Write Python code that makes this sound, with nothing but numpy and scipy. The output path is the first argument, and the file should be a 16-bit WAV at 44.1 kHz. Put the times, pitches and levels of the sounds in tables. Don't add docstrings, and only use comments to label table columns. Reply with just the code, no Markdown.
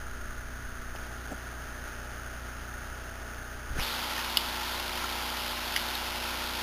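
import sys
import numpy as np
from scipy import signal
from scipy.fft import rfft, irfft
from scipy.io import wavfile
from scipy.ndimage import map_coordinates

SR = 44100
rng = np.random.default_rng(int(sys.argv[2]) if len(sys.argv) > 2 else 0)


def output_pcm(signal):
    pcm = np.clip(np.atleast_2d(signal).T, -1, 1) * 32767
    wavfile.write(sys.argv[1], SR, np.round(pcm).astype(np.int16))


N = 291942
T = np.arange(N) / SR

STROKE_HZ = 60.125
SAMPLING_HZ = 8000
SHIFT_S = 0.94
LIFT_S, OPEN_S = 3.778, 0.04


def undb(db):
    return 10 ** (np.asarray(db) / 20)


def unit(x):
    return x / np.std(x)


def ramp(start_s, length_s):
    return np.clip((T - start_s) / length_s, 0, 1)


def add(out, start_s, sound):
    start = max(int(start_s * SR), 0)
    part = sound[:max(N - start, 0)]
    out[start:start + len(part)] += part


def colour(white, spectrum):
    hz, db = np.transpose(spectrum)
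    bins = np.maximum(np.fft.rfftfreq(N, 1 / SR), 1)
    gain = undb(np.interp(np.log(bins), np.log(hz), db))
    return irfft(rfft(white) * gain, N) * np.sqrt(SR / 2)


def resonate(x, hz, width_hz):
    edges = [hz - width_hz / 2, hz + width_hz / 2]
    return signal.sosfilt(signal.butter(2, edges, "band", fs=SR, output="sos"), x)


def ring(hz, t60, glide=0):
    t = T[:int(t60 * SR)]
    phase = 2 * np.pi * hz * t * (1 + glide * t / (2 * t60))
    return np.sin(phase) * np.exp(-np.log(1000) * t / t60)


def pump(seal_db, waver=0.066, bass_hz=500):
    # stroke_multiple, covered_db (rms), open_db (rms)
    harmonics = [(.5, -53.5, -59), (1, -44.5, -46), (1.5, -56, -57.5), (2, -55, -60.5), (2.5, -70, -67.5),
                 (3, -76, -62), (3.5, -63, -64), (4, -57.5, -52.5), (4.5, -64, -67), (5, -64, -58),
                 (5.5, -72, -66.5), (6, -62, -54.5), (6.5, -66.5, -68), (7, -64.5, -70), (8, -66, -59),
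                 (9, -68.5, -58.5), (10, -60.5, -55), (11, -58.5, -55.5), (12, -68, -56.5),
                 (13, -81, -57.5), (14, -64.5, -51.5), (15, -91, -55), (16, -65, -73), (17, -70, -59)]
    covered, opened = np.zeros(N), np.zeros(N)
    knots = np.linspace(0, T[-1], 24)
    seal = undb(seal_db)
    for multiple, covered_db, open_db in harmonics:
        hz = np.round(2 * multiple) / 2 * STROKE_HZ
        strengths = 1 + waver * np.sqrt(multiple) * rng.standard_normal(len(knots))
        swell = np.interp(T, knots, strengths)
        line = np.sqrt(2) * swell * np.sin(2 * np.pi * (hz * T + rng.random()))
        covered += undb(covered_db) * line * (seal if hz > bass_hz else 1)
        opened += undb(open_db) * line
    return covered, opened


def grip(held_db=-42.5, settled_db=-53, settle_s=0.3, jolt_db=-36, jolt_width_s=0.068, loose_db=-57.5):
    held = undb(held_db + (settled_db - held_db) * ramp(SHIFT_S, settle_s))
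    lifted = ramp(LIFT_S, OPEN_S)
    jolt = undb(jolt_db) * np.exp(-((T - LIFT_S) / jolt_width_s) ** 2)
    return (1 - lifted) * held + lifted * undb(loose_db) + jolt


def hand(rub_low_hz=175):
    # frequency_hz, relative_db
    rumble_spectrum = [(8, 11), (35, 8), (55, -4), (100, -13), (200, -17), (600, -27)]
    # start_s, length_s, level_db (rms before the taper), top_hz
    rubs = [(0.949, 0.00388, -37.5, 890), (.957, 0.011, -44, 3200), (1.303, .038, -40, 840),
            (1.307, .05, -45.5, 316), (3.753, .025, -41.5, 540), (3.783, .02, -37.5, 1410)]
    # start_s, length_s, peak_db
    thumps = [(3.703, 0.018, -28), (3.722, 0.013, -31), (3.757, 0.061, -29.5), (3.785, 0.0076, -28.5)]
    out = unit(colour(rng.standard_normal(N), rumble_spectrum)) * grip()
    for start_s, length_s, level_db, top_hz in rubs:
        band = signal.butter(5, [rub_low_hz, top_hz], "band", fs=SR, output="sos")
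        friction = unit(signal.sosfilt(band, rng.standard_normal(N)))
        n = int(length_s * SR)
        add(out, start_s, undb(level_db) * friction[-n:] * signal.windows.tukey(n))
    for start_s, length_s, peak_db in thumps:
        n = int(length_s * SR)
        swing = -np.sin(2 * np.pi * np.arange(n) / n)
        add(out, start_s, undb(peak_db) * swing * signal.windows.tukey(n, 0.3))
    return out


def tube(echo_s=0.0031, echo_db=-6, tail_db=-30, tail_t60=0.48):
    # pitch_hz, relative_db, t60_s
    glass_modes = [(1650, -8, 0.0031), (2090, 1.5, 0.021), (3000, 2.5, 0.0099), (3330, -4, 0.0067),
                   (3880, -10, 0.0031)]
    # start_s, peak_db, lowest_excited_hz
    clicks = [(4.3709, -6, 2740), (5.7623, -11, 1380), (5.772, -22, 1980), (5.7745, -24, 1500),
              (5.797, -24, 3030), (5.8225, -34, 2000)]
    modes, out = np.zeros(SR // 5), np.zeros(N)
    t = T[:len(modes)]
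    for hz, db, t60 in glass_modes:
        modes += undb(db - 60 * t / t60) * np.sin(2 * np.pi * hz * t)
    for start_s, peak_db, low_hz in clicks:
        click = signal.sosfilt(signal.butter(8, low_hz, "high", fs=SR, output="sos"), modes)
        click = click * undb(peak_db) / np.abs(click).max()
        band = signal.butter(3, [low_hz, SAMPLING_HZ / 2], "band", fs=SR, output="sos")
        scattered = unit(signal.sosfilt(band, rng.standard_normal(len(t))))
        tail = scattered * np.exp(-np.log(1000) * t / tail_t60)
        add(out, start_s, click)
        add(out, start_s + echo_s, undb(echo_db) * click + undb(peak_db + tail_db) * tail)
    return out


def pops(glide=0.045):
    # start_s, level_db (at the onset), starting_pitch_hz, t60_s
    bursts = [(4.18, -25.5, 1820, 0.042), (4.956, -31, 3100, .025), (5.042, -25, 1340, 0.036),
              (5.1025, -39, 2280, 0.018), (5.952, -24, 3720, 0.017), (6.5507, -30, 2650, .02)]
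    out = np.zeros(N)
    for start_s, level_db, hz, t60 in bursts:
        add(out, start_s, undb(level_db) * ring(hz, t60, glide))
    return out


def bubbling(steady_db=-0.1):
    # centre_s, length_s, rise_db
    surges = [(1.88, 0.087, 1.7), (4.15, 0.27, 0.7)]
    swell_db = sum(db * np.exp(-(2 * (T - s) / length_s) ** 2) for s, length_s, db in surges)
    return undb(steady_db + swell_db)


def pocket(flow, peeled, level_db=0.77, rise=2.55, rise_s=0.05, swell_db=8, hold_s=0.12, fade_db_per_s=130):
    # centre_hz, width_hz, relative_db (per Hz)
    cavity_modes = [(1492, 516, -74), (1450, 59, -77.5)]
    hiss = rng.standard_normal(N) * np.sqrt(SR / 2)
    hollow = sum(undb(db) * resonate(hiss, hz, width_hz) for hz, width_hz, db in cavity_modes)
    speed = rise ** ramp(LIFT_S, rise_s)
    ringing = np.interp(np.cumsum(speed) % N, np.arange(N), hollow)
    fade_db = fade_db_per_s * np.maximum(T - LIFT_S - hold_s, 0)
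    return flow * undb(level_db + swell_db * peeled - fade_db) * ringing


def bubbles(count=48, cycles=16, rate=260, scatter_db=2.5, spray_db=-3, throb=0.065):
    ringing = np.zeros(N)
    for hz in np.geomspace(600, 4400, count):
        bursts = np.zeros(N)
        when, size = rng.random((int(rate * N / SR), 2)).T
        loudness = undb(-scatter_db * np.log(1 - 0.99 * size))
        bursts[(when * N).astype(int)] = loudness * rng.choice([-1, 1], len(when))
        b, a = signal.iirpeak(hz, np.pi * cycles / np.log(1000), fs=SR)
        ringing += unit(signal.lfilter(b, a, bursts)) * np.sqrt(hz)
    ringing = unit(ringing) * np.sqrt(4200 / (SR / 2))
    churn = signal.sosfilt(signal.butter(4, 600, fs=SR, output="sos"), rng.standard_normal(N))
    spray = undb(spray_db) * rng.standard_normal(N)
    mix = (ringing + churn + spray) / np.hypot(1, undb(spray_db))
    return mix * (1 + throb * np.sin(2 * np.pi * STROKE_HZ * T))


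def scene(leak_db=0.56, tight_db=-3, shift_length_s=0.046, peel_s=0.036, peel_db=6):
    # frequency_hz, density_db (per Hz)
    open_spectrum = [(30, -87), (130, -89), (250, -78.5), (350, -79), (450, -78), (700, -77), (860, -67.5),
                     (1060, -69), (1170, -72.5), (1360, -66.5), (1700, -72), (2300, -72), (3250, -69),
                     (4000, -70)]
    # frequency_hz, relative_db (per Hz)
    leak_spectrum = [(30, -68.5), (230, -83), (450, -83.5), (650, -82), (850, -80.5), (1030, -89),
                     (1300, -81), (2300, -87), (3000, -86), (4000, -90)]
    opening = ramp(LIFT_S, OPEN_S)
    peeled = ramp(LIFT_S - peel_s, peel_s) ** 2
    seal_db = tight_db * (1 - ramp(SHIFT_S, shift_length_s)) + peel_db * peeled
    flow = bubbling()
    fizz = flow * bubbles()
    hum_covered, hum_open = pump(seal_db)
    covered = colour(fizz, leak_spectrum) * undb(leak_db + seal_db) + hum_covered
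    opened = colour(fizz, open_spectrum) + hum_open + tube() + pops()
    through_port = (1 - opening) * covered + opening * opened
    return (through_port + pocket(flow, peeled) + hand())[None]


def record(dry, top_hz=15400):
    narrow = signal.sosfilt(signal.butter(12, SAMPLING_HZ / 2, fs=SR, output="sos"), dry[0])
    held_positions = np.floor(T * SAMPLING_HZ) * SR / SAMPLING_HZ
    steps = map_coordinates(narrow, [held_positions], order=3)
    return signal.sosfilt(signal.ellip(12, 0.1, 80, top_hz, fs=SR, output="sos"), steps)[None]


dry = scene()
out = record(dry)
output_pcm(out)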